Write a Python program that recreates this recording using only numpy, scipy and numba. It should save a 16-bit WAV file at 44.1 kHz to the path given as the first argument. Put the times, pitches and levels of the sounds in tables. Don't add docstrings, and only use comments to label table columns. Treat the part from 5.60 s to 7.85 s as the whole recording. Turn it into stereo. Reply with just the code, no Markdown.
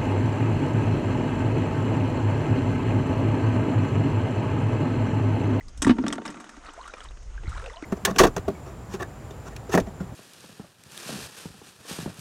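import sys
import numpy as np
from scipy import signal
from scipy.fft import rfft, irfft, next_fast_len
from scipy.io import wavfile
from scipy.ndimage import uniform_filter1d
from numba import njit

SR = 44100
rng = np.random.default_rng(int(sys.argv[2]) if len(sys.argv) > 2 else 0)


def boost_factor(decibels):
    exponent = np.asarray(decibels, float) / 20
    return 10 ** exponent


def wav_record(signal):
    frames = np.transpose(np.atleast_2d(signal))
    bounded = np.clip(frames, -1, 1)
    quanta = np.round(bounded * 32767).astype(np.int16)
    wavfile.write(sys.argv[1], SR, quanta)


N = 99225


@njit
def svf(x, hz, width):
    y, band, low = np.empty(len(x)), 0., 0.
    g, k = np.tan(np.pi * hz / SR), width / hz
    for i in range(len(x)):
        v = (band + g * (x[i] - low)) / (1 + g * (g + k))
        band, low, y[i] = 2 * v - band, low + 2 * g * v, k * v
    return y


def svf_twice(x, hz, width):
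    return svf(svf(x, 1. * hz, 1. * width), 1. * hz, 1. * width)


def unit(x):
    return x / np.sqrt(np.mean(x ** 2))


def table(rows, x, log=False):
    a, b = np.array(rows).T
    if log:
        return np.interp(np.log(x + 1), np.log(a + 1), b)
    return np.interp(x, a, b)


def walk(rate):
    k = int(SR / rate)
    steps = np.repeat(rng.standard_normal(N // k + 1), k)
    return 1.33 * uniform_filter1d(uniform_filter1d(steps, k), k)[:N]


def add(out, at, x):
    i = max(int(at * SR), 0)
    out[i:i + len(x)] += x[:max(N - i, 0)]


def fall(t, t60):
    return np.exp(-np.log(1000) * t / max(t60, .003))


def booms():
    # (time [s], pitch [Hz], level [dB], free ringing [s])
    wall_blows = [(0.222, 286, -22.5, .015), (0.2544, 225.4, -16, 0.014), (0.2708, 262, -6.5, 0.012),
                  (.27, 111, -22.5, 0.022), (0.2961, 247.4, -5, 0.025), (.305, 99, -23.5, 0.022),
                  (.325, 239, -27, 0.034), (.387, 257.7, -15, 0.03), (0.443, 229.6, -19.5, 0.013),
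                  (.487, 286, -25, 0.009), (.528, 279.4, -27, 0.029), (0.561, 269, -29.5, .025),
                  (.605, 274, -33, 0.0086), (.665, 229, -33, 0.021), (0.694, 243, -32, 0.0083),
                  (0.973, 292, -40.5, 0.011), (1.09, 290, -45, 0.017), (1.844, 328, -41.5, 0.0094),
                  (1.878, 61, -19, 0.015), (2.226, 304, -28.5, 0.0069)]
    free_t60, damped_t60, rise_s = 0.31, 0.043, 0.00065
    wander, partner_ratio, partner_db = 0.023, 1.24, -11.5
    out, t, drift = np.zeros(N), np.arange(SR // 5) / SR, walk(60)
    for at, hz, db, ring in wall_blows:
        pitch = hz * (1 + wander * np.resize(drift[int(at * SR):], len(t)))
        phase = 2 * np.pi * np.cumsum(pitch) / SR
        env = (1 - np.exp(-t / rise_s)) * fall(t, free_t60)
        env = env * fall(np.maximum(t - ring, 0), damped_t60)
        modes = np.sin(phase) + boost_factor(partner_db) * np.sin(partner_ratio * phase)
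        add(out, at, boost_factor(db) * env * modes)
    return out


def hits(rows, body, broad_db, thud_db):
    # (centre [Hz], width [Hz], level [dB])
    crack_modes = [(3600, 920, 4), (5670, 590, 5.5), (6520, 1190, 9.5), (7780, 870, 6.5), (9880, 500, 6.5),
                   (13400, 1100, 2.5), (15200, 600, 7)]
    rise_s, snap, snap_t60 = 0.00087, 2.05, 0.0049
    tick_db, grit_db = 8, 2
    low, high, dull = np.zeros(N), np.zeros(N), np.zeros(N)
    t = np.arange(SR // 8) / SR
    rise = (1 - np.exp(-t / rise_s)) * (1 + snap * fall(t, snap_t60))
    for at, db, treble_db, t60 in rows:
        add(low, at, boost_factor(db) * rise * fall(t, t60))
        add(high, at, boost_factor(db + treble_db + 2.5) * rise * fall(t, 0.6 * t60))
        add(dull, at, boost_factor(db - 0.29 * treble_db + thud_db) * rise * fall(t, t60))

    def grit():
        return rng.standard_normal(N) * boost_factor(grit_db * walk(300))

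    def tick(env):
        return boost_factor(tick_db) * np.maximum(np.diff(env, prepend=0), 0) * rise_s * SR / 8

    blow = low * grit() + tick(low)
    bright = high * grit()
    soft = dull * grit()
    ring = sum(boost_factor(db) * svf(blow, 1. * f, 1. * w) * np.sqrt(1000 / w) for f, w, db in body)
    broad = boost_factor(broad_db) * svf_twice(svf(blow, 1060.0, 3200.0), 1550, 3360)
    crack = sum(boost_factor(db) * svf_twice(bright, f, 2.18 * w) for f, w, db in crack_modes)
    thud = svf_twice(soft, 556, 970)
    return ring + broad + crack + thud


def rattles():
    # (time [s], peak [dB], treble against it [dB], t60 [s])
    strikes = [(0.0812, -50.5, 5, 0.093), (0.1745, -50.5, 9, 0.087), (0.2197, -18, 2, 0.089),
               (0.246, -22.5, -1, 0.033), (0.2668, -14.5, -20.5, 0.08), (0.2764, -27, -4, 0.044),
               (0.2952, -17, -27, 0.062), (0.3054, -14.5, -26, 0.05), (0.2925, -16, -28, 0.02),
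               (0.368, -33.5, -37, 0.036), (0.384, -24.5, -47.5, 0.044), (0.4384, -28.5, -60.5, 0.054),
               (0.4648, -18, -22, 0.046), (0.4813, -19.5, -1.5, 0.022), (0.503, -26.5, -43, 0.032),
               (0.5257, -15.5, -7, 0.05), (0.5546, -32, -11, 0.042), (0.5813, -19.5, -31, 0.017),
               (0.6175, -32, -41, 0.034), (0.6528, -24.5, -13, 0.056), (0.661, -34, 0.5, 0.052),
               (0.6774, -26.5, -15, 0.093), (0.7017, -36.5, -9, 0.13), (0.742, -34.5, -39, 0.033),
               (0.77, -34, -33, 0.04), (0.8001, -32.5, -7, 0.098), (0.842, -34.5, -10, 0.04),
               (0.8916, -35, -6.5, 0.055), (0.9665, -37, -12, 0.037)]
    # (centre [Hz], width [Hz], level [dB])
    pail_modes = [(746, 48, -5.5), (917.6, 17, -3), (1150, 73, -1), (1390, 110, -5.5), (1650, 130, -9),
                  (2800, 170, -38)]
    return boost_factor(-2.5) * hits(strikes, pail_modes, 0.32, -1)


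def hollow(t):
    # (centre [Hz], width [Hz], level [dB])
    cavity_modes = [(150, 33, -16), (231.4, 61, 0), (289, 21, -1.5), (377, 31, -14.5)]
    # (time [s], level [dB])
    shaking = [
        (0.05, -59),
        (.21, -57),
        (.23, -37),
        (.33, -36.5),
        (.45, -31),
        (.62, -39.5),
        (.72, -43.5),
        (.78, -46),
        (1., -62.5),
        (1.15, -92),
    ]
    push = rng.standard_normal(N) * boost_factor(2 * walk(39.56))
    murmur = sum(boost_factor(db) * svf(svf(push, 1. * f, 1. * w), 1. * f, 4.0 * w) for f, w, db in cavity_modes)
    return boost_factor(table(shaking, t)) * unit(murmur)


def slaps():
    # (time [s], peak [dB], treble against it [dB])
    splashes = [(1.0536, -49, -22), (1.0864, -32.5, -29), (1.134, -50, 7), (1.2768, -30.5, -13.5),
                (1.3368, -27.5, -23), (1.3813, -34.5, -16.5), (1.399, -57, -1), (1.4052, -31, -18),
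                (1.4393, -45, 0), (1.4501, -36, -22), (1.508, -39, -18), (1.5714, -41, -17),
                (1.627, -46, -7), (1.8343, -35.5, -26), (1.893, -39.5, -3), (1.949, -37.5, -15),
                (1.9739, -30.5, -19.5), (1.997, -34, -20), (2.016, -35, -17), (2.0402, -30.5, -20),
                (2.0597, -28.5, -22.5), (2.098, -38, -15), (2.224, -31.5, -27)]
    t60_s = 0.046
    return hits([(*s, t60_s) for s in splashes], [], 1.7, -1.1)


def knocks():
    return rattles() + slaps()


def bubble(hz, cycles, glide):
    t = np.arange(int(cycles / hz * SR)) / SR
    ring = np.sin(2 * np.pi * hz * t * (1 + glide * t / t[-1]))
    return ring * fall(t, cycles / hz) * np.minimum(t * hz / 3, 1)


def drops():
    # (time [s], peak [dB], pitch [Hz])
    droplets = [(.009, -37, 1945), (0.247, -20, 1860), (0.0837, -37.5, 4820), (.2675, -20.5, 933),
                (.385, -27.5, 920), (.482, -25.5, 3530), (.527, -23, 3150), (.583, -31, 1400),
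                (.679, -29, 5150), (.706, -40, 7600), (.8714, -51, 3170), (1.067, -39.5, 4200),
                (1.087, -35.5, 1240), (1.094, -40, 2960), (1.213, -39.5, 4100), (1.231, -46, 3050),
                (1.238, -41.5, 2900), (1.242, -43.5, 1980), (1.266, -47, 3600), (1.279, -36, 1350),
                (1.308, -48, 3800), (1.32, -52, 3700), (1.338, -35.5, 2305), (1.34, -41, 5300),
                (1.382, -41, 1250), (1.405, -36, 3140), (1.413, -40.5, 1286), (1.423, -42.5, 1260),
                (1.436, -40, 4680), (1.456, -43, 2980), (1.487, -40, 3680), (1.518, -47, 2710),
                (1.778, -35.5, 1550), (1.857, -42, 1960), (1.87, -37.5, 2120), (1.877, -41, 4020),
                (1.885, -49, 1690), (1.94, -41.5, 1920), (1.948, -36, 1590), (1.955, -45, 3100),
                (1.961, -39.5, 1084), (1.974, -38.5, 2300), (1.978, -35, 1390), (1.994, -46, 4600),
                (1.998, -36, 1650), (2.04, -40.5, 2300), (2.049, -39.5, 1470), (2.061, -32.5, 2630),
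                (2.063, -41, 3600), (2.083, -43.5, 2730), (2.098, -36.5, 1930), (2.134, -42, 3400),
                (2.146, -50, 1910), (2.161, -38.5, 4020), (2.17, -36, 2950), (2.238, -35.5, 2000),
                (2.243, -36, 2180)]
    out = np.zeros(N)
    for at, db, hz in droplets:
        add(out, at, boost_factor(db + 9.5) * bubble(hz, 30.4, 0.052))
    return out


def gurgles():
    # (time [s], level [dB], start pitch [Hz], end pitch [Hz], length [s])
    air_pockets = [(0.583, -24, 474, 1300, .012), (1.178, -37, 590, 987, 0.027),
                   (1.203, -37, 1020, 1150, 0.021), (1.249, -43, 1047, 1290, 0.029),
                   (1.297, -33.5, 1300, 1420, 0.0078), (1.449, -36.5, 1150, 1010, 0.013),
                   (2.022, -38.5, 464, 630, 0.068), (2.066, -41, 700, 760, 0.019),
                   (2.076, -38.5, 515, 475, 0.023), (2.111, -44, 498, 657, 0.03),
                   (2.134, -46.5, 856, 1010, 0.042), (2.165, -43, 1004, 1150, 0.05),
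                   (2.157, -42, 660, 770, 0.068)]
    flutter = boost_factor(4 * walk(150))
    wobble = 1 + .07 * walk(200)
    out = np.zeros(N)
    for at, db, start_hz, end_hz, length in air_pockets:
        u = np.arange(int(length * SR)) / (length * SR)
        pitch = start_hz + (end_hz - start_hz) * u
        pitch = pitch * np.resize(wobble[int(at * SR):], len(u))
        sweep = np.sin(2 * np.pi * np.cumsum(pitch) / SR)
        add(out, at, boost_factor(db) * np.sin(np.pi * u ** .5) * sweep)
    return out * flutter


def trickle(flow):
    per_s, centre_hz, octaves, scatter_db, spray_db = 1250, 1300, 0.493, 3.5, -11.5
    bed, spray = np.zeros(N), np.zeros(N)
    count = int(per_s * N / SR)
    chance, spread = rng.random((count, 4)), rng.standard_normal(count)
    for (bed_at, strength, life, spray_at), g in zip(chance, spread):
        hz = np.clip(centre_hz * 2 ** (octaves * g * abs(g)), 300, 9000)
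        size = boost_factor(-scatter_db * np.log(strength + 0.0082))
        weight = min(hz / 1000, 1) ** 2
        add(bed, bed_at * N / SR, size * weight * bubble(hz, 13 * (0.13 + life), 0.11))
        add(spray, spray_at * N / SR, size * bubble(min(2.8 * hz, 14000), 14, 0.1))
    return flow * (unit(bed) + boost_factor(spray_db) * unit(spray))


def stream(t):
    # (time [s], level [dB])
    flow_levels = [(0, -81), (.2, -106), (.3, -51.5), (.75, -52), (1.02, -59.5), (1.06, -51.5),
                   (1.3, -48.5), (1.46, -52.5), (1.5, -79), (1.75, -62), (1.86, -48), (1.98, -46),
                   (2.08, -50.5), (2.25, -52.5)]
    return boost_factor(table(flow_levels, t) + 3 * walk(45.27))


def ports(x, own):
    # (frequency [Hz], level against right [dB])
    shade = [(100, -2), (330, -2), (600, -10), (1300, -14), (2500, -10), (5000, -4), (9000, -5),
             (14000, -8)]
    lead_s, blur, rocks_db, rocks_t60 = .0001, boost_factor(2), -11, 0.084
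    own_share = 0.86
    size = next_fast_len(N + SR // 2)
    f, t = np.arange(size // 2 + 1) * SR / size, np.arange(SR // 4) / SR
    above = f ** 2 / (f ** 2 + 600 ** 2)

    def echo(t60):
        tail = rng.standard_normal(len(t)) * fall(t, t60)
        return rfft(tail * np.sqrt(2 * np.log(1000) / t60 / SR), size) * above

    def heard(spectrum, gain):
        return irfft(spectrum * (gain + boost_factor(rocks_db) * echo(rocks_t60) * abs(gain)), size)[:N]

    right = rfft(x, size)
    left = right + own_share * above * (rfft(own, size) - right / 2)
    early = np.exp(2j * np.pi * f * lead_s)
    scattered = (early + blur * echo(0.035)) / np.sqrt(1 + (blur * above) ** 2)
    return np.array([heard(left, boost_factor(table(shade, f, True)) * scattered), heard(right, 1)])


def wind(t):
    # (time [s], level [dB])
    gust_levels = [(0, -39), (.06, -37), (.13, -43), (.2, -33.5), (.3, -43), (.42, -45), (.6, -63),
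                   (.88, -67), (1.05, -47), (1.17, -56.5), (1.36, -53.5), (1.48, -41), (1.62, -41.5),
                   (1.78, -37.5), (1.85, -33.5), (1.89, -28.5), (1.95, -38.5), (2.05, -39), (2.18, -46)]
    rumble_top_hz, right_db, wind_db, tail_db = 54.8, -4.5, 5, -11
    low = signal.butter(4, [18, rumble_top_hz], "bandpass", fs=SR, output="sos")
    gust = table(gust_levels, t)

    def port():
        rumble = unit(signal.sosfilt(low, rng.standard_normal(N)))
        puff = unit(svf(svf(rng.standard_normal(N), 97.0, 47.0), 53.0, 52.0))
        puff = puff * boost_factor(tail_db + 0.66 * (gust + 36.0))
        return (rumble + puff) * boost_factor(2.5 * walk(22.98))

    return np.array([port(), port() * boost_factor(right_db)]) * boost_factor(gust + wind_db)


def surf(flow):
    # (frequency [Hz], band level [dB])
    hiss_colour = [(150, -8.5), (420, -1.5), (1320, -4), (3000, -12.5), (4840, -24.5), (6470, -2.5),
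                   (9000, -21), (15500, -112)]
    surf_db, rush_db, port_db = -55, -10, -64
    hiss = 0
    for hz in 180 * 2 ** np.arange(0, 6.5, .5):
        pair = np.array([svf_twice(rng.standard_normal(N), hz, hz / 2) for _ in range(2)])
        hiss = hiss + boost_factor(table(hiss_colour, hz, True) + 2 * walk(18)) * pair
    port = np.array([unit(svf(rng.standard_normal(N), 6560., 370.)) for _ in range(2)])
    return unit(hiss) * (boost_factor(surf_db) + boost_factor(rush_db) * flow) + boost_factor(port_db) * port


def scene():
    t = np.arange(N) / SR
    flow = stream(t)
    close = boost_factor(2.5)
    near = close * (knocks() + drops() + gurgles() + trickle(flow))
    own = close * knocks()
    return ports(near + booms() + hollow(t), own) + wind(t) + surf(flow)


def roll_off(x):
    return signal.sosfilt(signal.butter(12, 16180, fs=SR, output="sos"), x)


def record(dry):
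    top = signal.butter(3, 8570, fs=SR, output="sos")
    mix = signal.sosfilt(top, dry)
    return roll_off(mix)


dry = scene()
out = record(dry)
wav_record(out)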